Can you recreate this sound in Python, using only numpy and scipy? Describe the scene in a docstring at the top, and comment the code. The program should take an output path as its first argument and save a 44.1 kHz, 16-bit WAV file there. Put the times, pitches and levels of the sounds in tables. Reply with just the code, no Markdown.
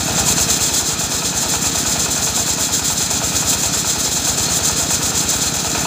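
"""Outdoors, a one-cylinder diesel on a home-built cart drives a circular saw through a wooden beam.
The teeth tear the wood with a hiss that rings in the blade. The hiss swells about eight times a second
as the blade rubs in the cut, and grows louder when the beam is pushed. Twice the blade sings briefly.
Underneath, each engine cycle brings soft puffs of air and a hard combustion knock with a rattle after it,
over the running noise of belt, fan and cart."""
import sys
import numpy as np
from scipy.fft import rfft, irfft, next_fast_len
from scipy.io import wavfile
from scipy.ndimage import map_coordinates

SR = 44100
rng = np.random.default_rng(int(sys.argv[2]) if len(sys.argv) > 2 else 0)


def store_wav(level_fs):
    """Save 16-bit WAV to argv[1]."""
    pcm = np.round(np.clip(np.atleast_2d(level_fs), -1, 1) * 32767)
    wavfile.write(sys.argv[1], SR, pcm.T.astype(np.int16))


N = 258426

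# How fast the blade rubs in the cut. Each row: time in seconds, swells per second.
RUB_PACE = [(0.0, 9.009), (0.67, 8.094), (1.47, 7.82), (2.14, 8.336), (3.1, 7.697), (3.42, 8.631),
            (3.57, 7.655), (5.58, 7.771), (5.86, 9.2)]
# The shape of one swell. Each row: how far through it from 0 to 1, contact with the wood from 0 to 1.
RUB_SHAPE = [(0, 0.06), (.16, 0.01), (.25, 0.6), (.36, 0.99), (.56, 0.82), (.77, 0.82), (.87, 0.55),
             (1, 0.04)]
# The broad tone of the hiss. Each row: frequency in Hz, relative level in dB.
HISS_TONE = [(400, -12.5), (2000, -19), (2950, -19), (3300, -10), (4200, -5.5), (4550, -10.5),
             (5600, -11.5), (6150, -3), (7600, -2.5), (8400, -11.5), (9400, -13.5), (11000, -22),
             (12800, -21.5), (15400, -16)]
# Where the blade rings. Each row: frequency in Hz, width in Hz, boost in dB (a dip if negative).
BLADE_RINGS = [(3190, 82, 2.5), (3370, 49, 4), (3610, 150, -3), (4330, 460, 0.5), (4900, 97, 6),
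               (5220, 160, 8), (6330, 150, 4), (6550, 93, -13), (6710, 100, 4.5), (7240, 160, 3.5),
               (7730, 84, -2.5), (8300, 55, -2), (10650, 160, 1)]
# The beam is pushed into the blade. Each row: start in seconds, length in seconds, boost in dB.
BEAM_PUSHES = [(0.133, .42, 3.5), (0.475, 0.31, 2.5), (1.314, 1.75, 1.73), (3.27, 0.32, 3.5),
               (3.593, 1.83, 2)]
# The teeth catch on hard grain. Each row: start in seconds, boost in dB.
GRAIN_CATCHES = [(.192, 4), (.499, 2.5), (.625, 5), (3.495, 4.5), (4.376, 4.5), (5.029, 3.5), (5.29, 2.5)]
# The blade sings. Each row: loudest moment in seconds, pitch in Hz, level in dB.
BLADE_NOTES = [(4.47, 4280, -24.5), (5.47, 4230, -28)]

# The engine's speed. Each row: time in seconds, firings per second.
ENGINE_SPEED = [(0.0, 10.1), (0.75, 9.439), (1.98, 9.587), (2.78, 9.466), (3.38, 9.58), (4.19, 9.353),
                (4.9, 9.51), (5.42, 9.369), (5.86, 9.88)]
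# The engine works harder. Each row: start and length in seconds, then puff and knock boosts in dB.
ENGINE_SURGES = [(-.07, 0.36, 5.5, 6), (1.3, 0.84, 1.3, 3), (3.025, 0.46, 2, 2), (4.2, 1.17, 2.1, 0.9),
                 (5.637, 0.17, 4, 8)]
# Air pushed by intake, exhaust and panels. Each row: point in the cycle from 0 to 1, pitch in Hz,
# half length in seconds, relative level in dB.
AIR_PUFFS = [(0.103, 199, 0.0026, -1), (0.17, 182, 0.004, -8), (0.223, 130, 0.0035, -14.5),
             (0.496, 193, 0.0022, -4.5), (0.592, 82.6, 0.0062, -5.5), (0.729, 70, 0.0082, -17),
             (0.833, 235, 0.004, -6.5), (0.895, 120, 0.0037, -8.5)]
# The combustion knock, then piston and valve gear. Each row: point in the cycle from 0 to 1,
# seconds to fade by 60 dB, relative level in dB.
ENGINE_KNOCKS = [(.256, 0.011, -7.5), (.275, 0.028, -4.5), (.325, 0.02, -7.5), (.365, 0.05, -9.5),
                 (.452, 0.037, -8.5), (.54, 0.075, -10), (.68, 0.074, -13), (0.869, 0.08, -17)]
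# The broad tone of a knock. Each row: frequency in Hz, relative level in dB.
KNOCK_TONE = [(150, -22.5), (400, -8), (560, -6.5), (720, 0), (930, 2), (1060, -8.5), (1450, -3.5),
              (2000, -20.5), (2550, -7), (3000, -12.5), (6000, -29), (12000, -45)]
# Where the engine block and the cart's sheet metal ring. Each row: frequency and width in Hz, boost in dB.
FRAME_RINGS = [(169, 15, 5.5), (281, 24, 6), (460.5, 31, 6.5), (550, 70, -1), (650, 21, 6.5),
               (687, 46, 4.5), (788, 14, 6.5), (809, 15, -6), (850, 20, 5), (910, 63, 0.5), (1270, 38, 8),
               (1406, 60, 3.5), (1770, 120, 5), (2502, 230, 6)]
# The broad tone of belt, fan and cart. Each row: frequency in Hz, relative level in dB.
RUNNING_TONE = [(25, -25), (45, -11), (65, -9.5), (120, -0.5), (280, 0.5), (400, -1), (540, -5.5),
                (740, -4), (1060, -8.5), (1420, -4), (2150, -11.5), (2500, -8), (3000, -11.5),
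                (9000, -21.5)]

HISS_DB, PUFF_DB, KNOCK_DB, RUNNING_DB = -20, -30, -33, -29.5  # base levels, before any boost
PRESS_S, EASE_S = 0.16, 0.18  # seconds for pressure on the blade to build and to ease


def saw(chip_rate, chip_db, flutter_db, dulling_db):
    """Teeth tear wood fibres in many tiny snaps; harder contact is louder and brighter."""
    contact, swell = rubbing(flutter_db)
    chips = (rng.random(N) < chip_rate / SR) * rng.standard_normal(N)
    hiss = coloured(rng.standard_normal(N) + amp(chip_db) * unit(chips), HISS_TONE, BLADE_RINGS)
    above = lambda edge_hz: filtered(hiss, lambda hz: 1 / (1 + (edge_hz / (hz + 1)) ** 8))
    treble, dust = above(5500), above(8800)
    blade_ring = treble - dust
    boost_db = pushes() + catches()
    swing_db = boost_db - boost_db.mean()
    # the wood's rasp follows contact and pushing less than the blade's ring does
    rasp = (hiss - treble) * amp(-dulling_db * contact - 0.34 * swing_db + 0.86 * wobble(60))
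    # the spray of sawdust grows fastest with a push, lingers between swells and flutters on its own
    spray = dust * amp(0.33 * swing_db - 0.9 * contact + 1.6 * wobble(60))
    return amp(HISS_DB + boost_db) * swell * (rasp + blade_ring + spray)


def rubbing(flutter_db):
    """The blade rubs in the cut. Gives the contact around its average, and the swell in loudness."""
    swell_count = np.cumsum(curve(RUB_PACE)) / SR
    contact = np.interp(swell_count % 1, *np.transpose(RUB_SHAPE))
    contact -= contact.mean()
    # while the blade is deep in the wood, the hiss sinks further between swells
    depth_db = 3 + 5.5 * rise_and_fall(start=0.1, length=5.42, rise=PRESS_S, fall=EASE_S)
    # the grain of the wood makes every swell a little different
    grain_db = 0.45 * wobble(22) + flutter_db * wobble(90)
    return contact, unit(amp(depth_db * contact + grain_db))


def pushes():
    """The boost in dB from pushing the beam; where pushes overlap, the stronger one counts."""
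    boosts = [db * rise_and_fall(start, length, PRESS_S, EASE_S) for start, length, db in BEAM_PUSHES]
    return np.max(boosts, axis=0)


def catches(fade_s=0.016):
    """The sudden, short boost in dB as the teeth tear through hard grain."""
    t = clock()
    return sum(db * (t > start) * np.exp(-((t - start) / fade_s) ** 2) for start, db in GRAIN_CATCHES)


def singing(half_length_s, width_hz):
    """Rubbing briefly sets the blade ringing at one pitch."""
    out = np.zeros(N)
    for peak_s, pitch_hz, db in BLADE_NOTES:
        ring = filtered(rng.standard_normal(N), lambda hz: 1 / (1 + (2 * (hz - pitch_hz) / width_hz) ** 2))
        out += amp(db) * np.exp(-((clock() - peak_s) / half_length_s) ** 2) * unit(ring)
    return out


def engine():
    """Puffs, knocks and running noise all grow louder when the diesel works harder."""
    puff_boost, knock_boost = sum(np.outer(boosts, rise_and_fall(start, length, rise=0.22, fall=0.45))
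                                  for start, length, *boosts in ENGINE_SURGES)
    air = amp(PUFF_DB + puff_boost) * puffs(scatter_db=0.5, jitter_s=0.00029, pitch_scatter=0.045)
    blows = amp(KNOCK_DB + knock_boost) * knocks(scatter_db=0.5, strike_gain=7.2)
    whirr = amp(RUNNING_DB + 0.6 * puff_boost + 0.16 * knock_boost) * running_noise()
    return air + blows + whirr


def puffs(scatter_db, jitter_s, pitch_scatter):
    """Each puff is a short push of air followed by a suck, never twice the same."""
    out, span = np.zeros(N), np.arange(-SR // 32, SR // 32)
    for point, hz, half_length, db in AIR_PUFFS:
        times = cycle_times(point)[:, None]
        chance = rng.standard_normal((64, 3))[:len(times)]  # three random numbers for each puff
        size, late, pitch = chance.T[:, :, None]
        index = (times * SR).astype(int) + span
        t = index / SR - times - jitter_s * late
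        wave = -np.sin(2 * np.pi * hz * (1 + pitch_scatter * pitch) * t)
        puff = amp(db - scatter_db * size) * wave * np.exp(-(t / half_length) ** 2)
        inside = (index >= 0) & (index < N)
        out += np.bincount(index[inside], puff[inside], N)
    return unit(out)


def knocks(scatter_db, strike_gain):
    """Each knock is one hard strike and a dying rattle; both make the engine block ring."""
    rattle_power, strikes = np.zeros(N), np.zeros(N)
    for point, fade_s, db in ENGINE_KNOCKS:
        times = np.r_[-1, cycle_times(point)]
        latest = np.searchsorted(times, clock(), side="right") - 1
        size = amp(db + scatter_db * rng.standard_normal(64))[latest]
        age = clock() - times[latest]
        rattle_power += (size * amp(-60 * age / fade_s)) ** 2
        strikes += np.diff(latest, prepend=latest[0]) * size  # one click as each knock begins
    rattle = np.sqrt(rattle_power) * rng.standard_normal(N)
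    return coloured(strike_gain * strikes + rattle, KNOCK_TONE, FRAME_RINGS)


def cycle_times(point):
    """The times in seconds at which the engine passes a given point of its cycle."""
    cycles = 0.4715 + np.cumsum(curve(ENGINE_SPEED)) / SR  # starts partway through a cycle
    passes = np.arange(np.ceil(cycles[0] - point), cycles[-1] - point) + point
    return np.interp(passes, cycles, clock())


def running_noise():
    """Belt, fan and cart make a steady noise that rings in the block and the sheet metal."""
    return coloured(rng.standard_normal(N), RUNNING_TONE, FRAME_RINGS)


def coloured(x, tone, rings):
    """Gives x the broad tone and the ringing of a solid body, at an average strength of 1."""
    m = 2 * next_fast_len(N // 2 + SR // 4)
    hz = np.fft.rfftfreq(m, 1 / SR)
    tone_hz, tone_db = np.transpose(tone)
    db = np.interp(np.log(hz + 1), np.log(tone_hz + 1), tone_db)
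    db += sum(boost / (1 + (2 * (hz - centre) / width) ** 2) for centre, width, boost in rings)
    # keeping only the first half makes the body ring after a strike, never before it
    cepstrum = irfft(np.log(amp(db)))[:m // 2]
    response = np.exp(rfft(2 * cepstrum, m))
    return unit(irfft(rfft(x, m) * response)[:N])


def filtered(x, response):
    """Turns each frequency in x up or down by response(hz)."""
    m = next_fast_len(N + SR // 2)
    return irfft(rfft(x, m) * response(np.fft.rfftfreq(m, 1 / SR)), m)[:N]


def rise_and_fall(start, length, rise, fall):
    """Climbs from 0 to 1, holds, and drops back once its length is over; all times in seconds."""
    end = start + length
    return np.interp(clock(), [start, start + min(rise, length), end, end + fall], [0, 1, 1, 0])


def wobble(rate):
    """A smooth curve through random values, rate of them a second."""
    return map_coordinates(rng.standard_normal(int(N * rate / SR) + 4), [clock() * rate])


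def curve(rows):
    """Joins rows of time and value with straight lines, one value per sample."""
    return np.interp(clock(), *np.transpose(rows))


def clock():
    """The time of each sample in seconds."""
    return np.arange(N) / SR


def amp(db):
    """Turns decibels into a number to multiply by."""
    return 10 ** (np.asarray(db) / 20)


def unit(x):
    """Scales x to an average strength (rms) of 1."""
    return x / np.sqrt(np.mean(x ** 2) + 1e-20)


def scene():
    """Engine and saw together, the same in both ears."""
    mono = engine()
    mono += saw(chip_rate=3000, chip_db=-6, flutter_db=1.07, dulling_db=5.0)
    mono += singing(half_length_s=0.032, width_hz=87)
    return np.array([mono, mono])


def record(dry):
    """Takes away the deepest bass and the very highest treble."""
    low_cut_hz, top_hz = 42, 15480
    band = lambda hz: (hz < top_hz) / (1 + (low_cut_hz / (hz + 1)) ** 6)
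    return np.array([filtered(x, band) for x in dry])


dry = scene()
out = record(dry)
store_wav(out)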